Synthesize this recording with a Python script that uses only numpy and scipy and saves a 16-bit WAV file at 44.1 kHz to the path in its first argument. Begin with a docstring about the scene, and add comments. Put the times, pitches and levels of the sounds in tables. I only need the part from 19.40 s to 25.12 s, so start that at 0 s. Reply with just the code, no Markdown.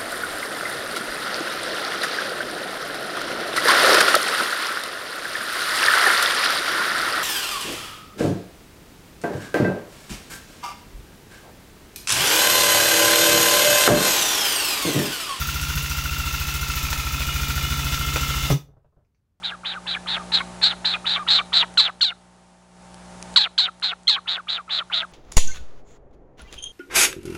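"""A cockatiel croaks twenty short calls in two bouts, close by in a small room that hums.
Source and filter: the syrinx emits a pulse train that drops from a clear squeak into a rattle and
often ends in a thin whistle. The pulses excite the fixed resonances of the windpipe and a beak
resonance that sweeps up and down as the beak opens and shuts. A few dry ticks, one soft bump and
brief reflections join the calls, over mains hum and hiss."""
import sys
import numpy as np
from scipy import signal
from scipy.io import wavfile
from scipy.ndimage import minimum_filter1d

SR = 44100
rng = np.random.default_rng(int(sys.argv[2]) if len(sys.argv) > 2 else 0)


def output_pcm(signal):
    """Save a mono or channel-first signal as 16-bit PCM at the path in sys.argv[1].

    Samples are clipped to [-1, 1] before scaling.
    """
    pcm = np.clip(np.atleast_2d(signal).T, -1, 1) * 32767
    wavfile.write(sys.argv[1], SR, np.round(pcm).astype(np.int16))


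N = 252252


def croak(length_s, opening_s, shutting_s, attack_s, level_db, accent_db, accent_s, pipe_db,
          squeak_hz, squeak_s, rattle_hz, roughness):
    """Formant sweep: the gape tunes the beak resonance while a clear squeak drops into a rattle."""
    t = np.arange(0, length_s, 1 / SR)
    left_s = np.maximum(length_s - t, 0)
    # the beak opens quickly, eases through the last of its gape, then shuts
    easing = 1 - .24 * np.exp(-t / (2.02 * opening_s))
    opened = (1 - np.exp(-(t / opening_s) ** 2)) * easing
    shut = 1 / (1 + (left_s / shutting_s) ** 2.385)
    gape = opened * (1 - shut)
    shut_hz, open_hz, shut_db = 1160, 4101, -25
    beak_hz = shut_hz + (open_hz - shut_hz) * gape
    # the squeak sags, then drops into a rougher rattle that sags more slowly
    squeak_sag_hz_per_s, drop_s, rattle_sag_hz_per_s = 9000, .011, 500
    squeak = np.exp(-np.maximum(t - squeak_s, 0) / drop_s)
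    pitch_hz = squeak * (squeak_hz - squeak_sag_hz_per_s * np.minimum(t, squeak_s))
    pitch_hz += (1 - squeak) * (rattle_hz - rattle_sag_hz_per_s * (t - length_s / 2))
    roughness = roughness * (1 - .67 * squeak) * (1 - shut) + .97 * shut
    # effort: a swell, an early accent and a last push as the beak starts to shut
    push_lead_s, push_width_s, release_s = .012, .0077, .013
    swell_db = -18.5 * np.maximum(1 - t / attack_s, 0)
    accent = 1 / (1 + (t / accent_s) ** 4)
    push_db = 3 * np.exp(-((left_s - shutting_s - push_lead_s) / push_width_s) ** 2)
    flutter_db = 1.88 * drift(t, per_s=170)
    beak_db = level_db + swell_db + accent_db * accent + push_db + shut_db * (1 - gape)
    # a hard onset leaks briefly through the windpipe, which is also heard more as the beak shuts
    leak_above_db, leak_s = -15, .031
    leak_db = 2.1 * max(level_db + accent_db - leak_above_db, 0) * np.exp(-t / leak_s)
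    pipe_db = pipe_db + .29 * swell_db + leak_db + 6 * shut
    sound = vocal_tract(t, pitch_hz, roughness, beak_hz, beak_db + flutter_db, pipe_db + flutter_db)
    return sound * np.sqrt(np.minimum(left_s / release_s, 1))


def whistle(length_s, beak_db, pipe_db, first_hz, last_hz, beak_hz, roughness=.22):
    """Register change: the syrinx flips to a thin, fading note; pitch and resonance glide together."""
    t = np.arange(0, length_s, 1 / SR)
    glide = (last_hz / first_hz) ** (t / length_s)
    fade_db = -5.5 * t / length_s
    return vocal_tract(t, first_hz * glide, roughness, beak_hz * glide,
                       beak_db + fade_db, pipe_db + fade_db)


def syrinx(t, pitch_hz, roughness, wander=.14, jitter=.085, shimmer=.5, doubling=.3):
    """Pulse source: one pulse a cycle; roughness adds jitter, shimmer, period doubling and noise."""
    cycles = np.cumsum(pitch_hz * np.exp(wander * roughness * drift(t, per_s=260))) / SR
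    at = np.flatnonzero(np.diff(np.floor(cycles)) > 0)
    timing, strength = rng.standard_normal((512, 2))[:len(at)].T
    delay_cycles = np.ceil(cycles[at]) - cycles[at] + jitter * roughness[at] * timing
    centre = at + delay_cycles * SR / pitch_hz[at]
    alternation = (-1) ** np.arange(len(at))
    size = np.exp(np.sqrt(roughness[at]) * shimmer * strength + roughness[at] * doubling * alternation)
    # a windowed sinc places each pulse between samples
    near = np.floor(centre).astype(int)[:, None] + np.arange(-8, 9)
    offset = near - centre[:, None]
    shape = np.sinc(offset) * np.cos(np.pi * offset / 18) ** 2
    pulses = np.zeros(len(t))
    np.add.at(pulses, np.clip(near, 0, len(t) - 1), size[:, None] * shape)
    noise = rng.standard_normal(SR // 4)[:len(t)]
    return unit_rms(pulses) + .2 * np.sqrt(roughness) * noise


def vocal_tract(t, pitch_hz, roughness, beak_hz, beak_db, pipe_db):
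    """Source-filter model: syrinx pulses ring the fixed windpipe and two moving beak resonances."""
    # response of the windpipe: frequency_hz, gain_db
    windpipe = [(220, -42), (460, -11), (760, -9), (1400, 0), (1900, -3), (2800, -6), (4200, -11),
                (5400, -27), (8000, -38), (10000, -57), (12000, -75)]
    # muffling of the windpipe by a shut beak: frequency_hz, gain_db
    muffle = [(1600, 9), (2400, -9.5), (4000, -7), (7000, -33.5)]
    # radiation from the beak: frequency_hz, gain_db
    beak_outlet = [(200, -6.5), (700, 15), (1200, 17), (4400, 6), (5300, -1), (6500, 2), (8000, -35.5),
                   (9500, -32), (12000, -76)]
    # bright edge that escapes from a wide open beak: frequency_hz, gain_db
    edge_outlet = [(2500, -28), (5000, -22.5), (6000, -2), (8100, 13), (9300, -10.5), (10500, -17),
                   (12000, -27)]
    strain = np.interp(beak_db, [-20, -11], [.03, .24])  # pushed hard, even a squeak gets gritty
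    pulses = syrinx(t, pitch_hz, np.clip(roughness, strain, 1))
    beak = coloured(resonance(pulses, beak_hz, width_hz=680), beak_outlet)
    opening = np.interp(beak_hz, [1500, 2800], [0, 1])
    pipe = coloured(pulses, windpipe)
    pipe = opening * pipe + (1 - opening) * coloured(pipe, muffle)
    # the weak upper resonance grows with strain and fades as the beak shuts
    edge = coloured(resonance(pulses, 1.83 * beak_hz, width_hz=1150), edge_outlet)
    edge_gain = gain_of(beak_db - 31 + 12 * strain) * (beak_hz / 4000) ** 4
    sound = gain_of(beak_db) * levelled(beak) + gain_of(pipe_db) * levelled(pipe)
    sound += edge_gain * levelled(edge)
    return sound * np.clip(t / .002, 0, 1) * np.clip((t[-1] - t) / .005, 0, 1)


def tick(peak_db, ring_hz, crack_s=.00037, ring_s=.001):
    """Impulsive transient: a tiny crack of noise with a heavily damped ring."""
    t = np.arange(SR // 50) / SR
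    crack = rng.standard_normal(len(t)) * np.exp(-t / crack_s)
    ring = .15 * np.sin(2 * np.pi * ring_hz * t) * np.exp(-t / ring_s)
    sound = signal.sosfilt(signal.butter(14, 10000, fs=SR, output="sos"), crack + ring)
    return gain_of(peak_db) * sound / abs(sound).max()


def bump(pitch_hz=105, rise_s=.003, decay_s=.013):
    """Damped oscillation: a dull push rings for a few cycles."""
    t = np.arange(SR // 5) / SR
    envelope = (1 - np.exp(-t / rise_s)) * np.exp(-t / decay_s)
    return gain_of(-35) * envelope * np.sin(2 * np.pi * pitch_hz * t)


def room(x, t60_s=.27, first_s=.004, reflections_per_s=2500):
    """Reverberation: sparse reflections of random sign decay exponentially."""
    t = np.arange(SR // 2) / SR
    response = rng.standard_normal(len(t)) * gain_of(-60 * t / t60_s)
    response *= (rng.random(len(t)) < reflections_per_s / SR) & (t > first_s)
    return signal.fftconvolve(x, response / np.linalg.norm(response))[:N]


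def background(mains_hz=60):
    """Line spectrum over broadband noise: mains harmonics and room hiss swell and sink together."""
    # partials of the hum: harmonic_number, relative_level_db
    harmonics = [(1, -8.5), (2, -10.5), (3, 0.5), (4, -14.5), (5, -18.5), (6, -13), (7, -18), (9, -13.5),
                 (10, -12.5), (11, -11.5), (13, -8), (14, -18), (15, -8)]
    # spectrum of the hiss: frequency_hz, relative_density_db
    hiss_spectrum = [(18, -6), (50, -1.5), (150, 0), (300, -4.5), (500, -2), (850, 1.5), (1300, -1.5),
                     (2200, -8), (4000, -11), (7000, -11.5), (10400, -14), (11200, -34), (12000, -29.5),
                     (12700, -77.5)]
    # envelope of both: time_s, level_db
    swell = [(0.0, -51.5), (0.27, -52), (0.43, -48), (0.92, -43), (1.21, -44), (1.31, -46), (2.37, -48),
             (2.44, -52.5), (2.69, -57), (3.28, -58.5), (3.43, -51.5), (3.94, -44), (4.03, -55.5),
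             (5.29, -57.5), (5.56, -54.5)]
    t = np.arange(N) / SR
    hum = np.zeros(N)
    for number, level_db in harmonics:
        amplitude = gain_of(level_db) * np.sqrt(2) * (1 + .06 * drift(t, per_s=.93))
        hum += amplitude * np.sin(2 * np.pi * (number * mains_hz * t + rng.random()))
    hiss = unit_rms(coloured(rng.standard_normal(N), hiss_spectrum))
    return gain_of(np.interp(t, *np.transpose(swell))) * (hum + hiss)


def resonance(x, centre_hz, width_hz):
    """Two identical resonators in cascade, each width_hz wide, follow a moving centre frequency."""
    carrier = np.exp(2j * np.pi * np.cumsum(centre_hz) / SR)
    pole = np.exp(-np.pi * width_hz / SR)
    for _ in range(2):
        x = 2 * (carrier * signal.lfilter([1 - pole], [1, -pole], x / carrier + 1e-18)).real
    return x


def coloured(x, spectrum):
    """Minimum-phase filter through points of frequency_hz, gain_db."""
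    hz, db = np.transpose(spectrum)
    bin_hz = abs(np.fft.fftfreq(4096, 1 / SR))
    log_gain = np.log(gain_of(np.interp(np.log(bin_hz + 1), np.log(hz), db)))
    taps = np.fft.ifft(np.exp(np.conj(signal.hilbert(log_gain)))).real
    return signal.fftconvolve(x, taps)[:len(x)]


def levelled(x, span_s=.012):
    """Short-time normalisation: holds the rms at 1 while single pulses keep their shape."""
    window = signal.windows.hann(int(span_s * SR))
    power = abs(signal.fftconvolve(x ** 2, window / window.sum(), "same"))
    return x / np.sqrt(power + 1e-14)


def unit_rms(x):
    """Normalisation to a mean power of 1."""
    return x / np.sqrt(np.mean(x ** 2) + 1e-20)


def drift(t, per_s):
    """Random modulation: Gaussian values joined by straight lines."""
    return np.interp((t - t[0]) * per_s, np.arange(256), rng.standard_normal(256))


def gain_of(db):
    """Amplitude ratio of a level in decibels."""
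    return 10 ** (np.asarray(db) / 20)


def add(mix, start_s, sound):
    """Superposition: sums a sound into the mix from start_s on."""
    part = mix[round(start_s * SR):][:len(sound)]
    part += sound[:len(part)]


def scene(far_room_db=-21, near_room_db=-29, bump_s=1.897):
    """Direct and reverberant sound: the bird steps closer in the first bout, so the room answers less."""
    # calls: start_s, length_s, opening_s, shutting_s, attack_s, level_db, accent_db, accent_s,
    # pipe_db, squeak_hz, squeak_s, rattle_hz, roughness (0 to 1)
    croaks = [ (0.021, 0.1085, 0.0093, 0.021, 0.026, -26.5, 3, .062, -39, 1447, 0.0015, 753, 0.64),
              (0.233, 0.13, 0.018, 0.02, 0.0089, -30, 6.5, .055, -38.5, 1449, 0.0034, 789, 0.61),
              (0.457, 0.12, 0.011, 0.021, 0.0091, -23.5, -3.5, 0.032, -37.5, 1050, 0.0058, 764, 0.57),
              (0.659, .130, 0.012, 0.021, 0.021, -23, -0.5, 0.045, -34.5, 1340, 0.0021, 774.6, 0.7),
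              (0.918, 0.1016, 0.0018, 0.017, 0.027, -28, 16.5, 0.054, -35, 900, 0.0019, 798.6, 0.79),
              (1.213, .130, 0.0023, 0.016, 0.032, -27.5, 17, 0.063, -34.5, 914, 0.00083, 774, 0.74),
              (1.444, 0.13, 0.0037, 0.019, 0.017, -23, 12, .024, -36.5, 912, 0.00097, 792, 0.78),
              (1.643, 0.15, 0.014, 0.02, 0.01, -19.5, -0.5, .040, -34, 1309, 0.0056, 773.6, 0.81),
              (1.865, .150, 0.012, .016, 0.024, -15, 2, 0.095, -31.5, 1334, 0.0041, 760, 0.73),
              (2.121, 0.13, 0.0069, 0.02, 0.022, -14, 2, 0.018, -33, 1273, 0.00088, 709.4, 0.8),
              (2.372, 0.1312, 0.0022, .022, 0.0038, -20.5, 11.5, 0.04, -35.5, 1447, .022, 765, 0.7),
              (2.607, 0.12, 0.0027, 0.02, .006, -22.5, 11.5, 0.046, -42, 1576, 0.022, 723, 0.1),
              (3.959, 0.12, 0.0012, .020, 0.0028, -17.5, 11.5, 0.022, -37.5, 1498, 0.0036, 795, .33),
              (4.177, 0.116, 0.0018, 0.021, 0.0025, -19, 7.5, 0.029, -38, 1610, .007, 721, .36),
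              (4.421, 0.12, 0.0033, 0.022, 0.022, -21.5, 9, 0.015, -37.5, 1430, 0.0049, 764, 0.64),
              (4.687, 0.1, 0.0011, 0.021, .001, -19.5, 6.5, 0.023, -39, 1402, 0.0079, 794, 0.2),
              (4.858, 0.13, 0.017, .018, 0.026, -24.5, 6.5, 0.052, -37, 1411, .006, 714, 1),
              (5.07, 0.13, 0.013, 0.02, 0.019, -24, 6.5, 0.03, -39.5, 1380, 0.0014, 714, 0.81),
              (5.278, 0.14, 0.019, 0.014, 0.028, -21, -5, 0.014, -36.5, 1380, .009, 709, .8),
              (5.499, 0.14, 0.025, 0.018, 0.039, -21.5, 9.5, 0.046, -36, 1458, 0.0026, 679, 0.49), ]
    # notes in the clear register: start_s, length_s, beak_db, pipe_db, first_hz, last_hz, beak_hz
    whistles = [ (0.118, 0.041, -54, -34.5, 1870, 1080, 1700), (0.36, 0.03, -36, -37, 1550, 1115, 1590),
                (0.548, 0.01, -24, -36, 1250, 1100, 2300), (0.563, 0.017, -39, -31.5, 1780, 1570, 1560),
                (0.795, 0.033, -40.5, -40, 1247, 1130, 1250), (1.004, 0.019, -25, -33, 1083, 1110, 1620),
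                (1.54, 0.02, -25, -29, 1258, 1160, 2450), (1.759, 0.027, -31, -28, 1090, 1160, 2100),
                (1.792, 0.045, -35.5, -33.5, 1237, 1110, 1250), (1.987, 0.022, -34, -23, 1145, 1178, 2380),
                (2.011, 0.01, -32.5, -30.5, 1360, 1100, 1400), (2.227, 0.012, -28.5, -23, 956, 947, 1920),
                (2.498, 0.0082, -32, -40, 1330, 1170, 1310), (2.723, 0.01, -38, -42.5, 1454, 1300, 1300),
                (4.058, 0.015, -41, -36, 1404, 1280, 1250), (4.284, .015, -37.5, -30, 1356, 1200, 1310),
                (4.531, 0.0095, -38, -30.5, 1430, 1230, 1386), (4.671, 0.019, -21.5, -43, 3230, 3145, 3160),
                (4.678, 0.024, -10.5, -42, 1992, 2280, 3580), (4.762, 0.019, -35, -34, 1106, 1110, 1200),
                (4.779, 0.018, -32.5, -42, 1580, 1050, 1500), (4.98, 0.031, -39, -35, 1630, 1110, 1640),
                (5.179, 0.036, -32.5, -55, 1460, 1078, 1500), (5.402, 0.029, -36, -33.5, 1560, 1133, 1570),
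                (5.630, 0.025, -34, -39, 1685, 1150, 1660), ]
    # small dry ticks: start_s, peak_db, ring_hz
    ticks = [(2.341, -32, 6040), (2.598, -37, 3870), (3.544, -30, 3100), (3.8265, -18, 2400),
             (3.941, -26, 4040), (4.399, -35.5, 1860), (4.415, -36, 3980), (4.634, -39, 1550)]
    direct = np.zeros(N)
    for source, events in (croak, croaks), (whistle, whistles), (tick, ticks):
        for start_s, *settings in events:
            add(direct, start_s, source(*settings))
    add(direct, bump_s, bump())
    room_gain = gain_of(np.interp(np.arange(N) / SR, [1.7, 2.5], [far_room_db, near_room_db]))
    return (direct + room_gain * room(direct) + background())[None]


def record(dry, ceiling=.78, cutoff_hz=15961):
    """Limiting: gain falls in loud stretches, overshoots clip softly, and a low-pass bounds the band."""
    held_peak = -minimum_filter1d(-abs(dry), 91)
    envelope = signal.lfilter(np.ones(110) / 110, [1], held_peak)
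    limited = dry / (1 + (envelope / ceiling) ** 5) ** (1 / 5)
    clipped = limited / (1 + (limited / ceiling) ** 24) ** (1 / 24)
    low_pass = signal.firwin(511, cutoff_hz, window=("kaiser", 9), fs=SR)
    return signal.oaconvolve(clipped, low_pass[None], "same")


dry = scene()
out = record(dry)
output_pcm(out)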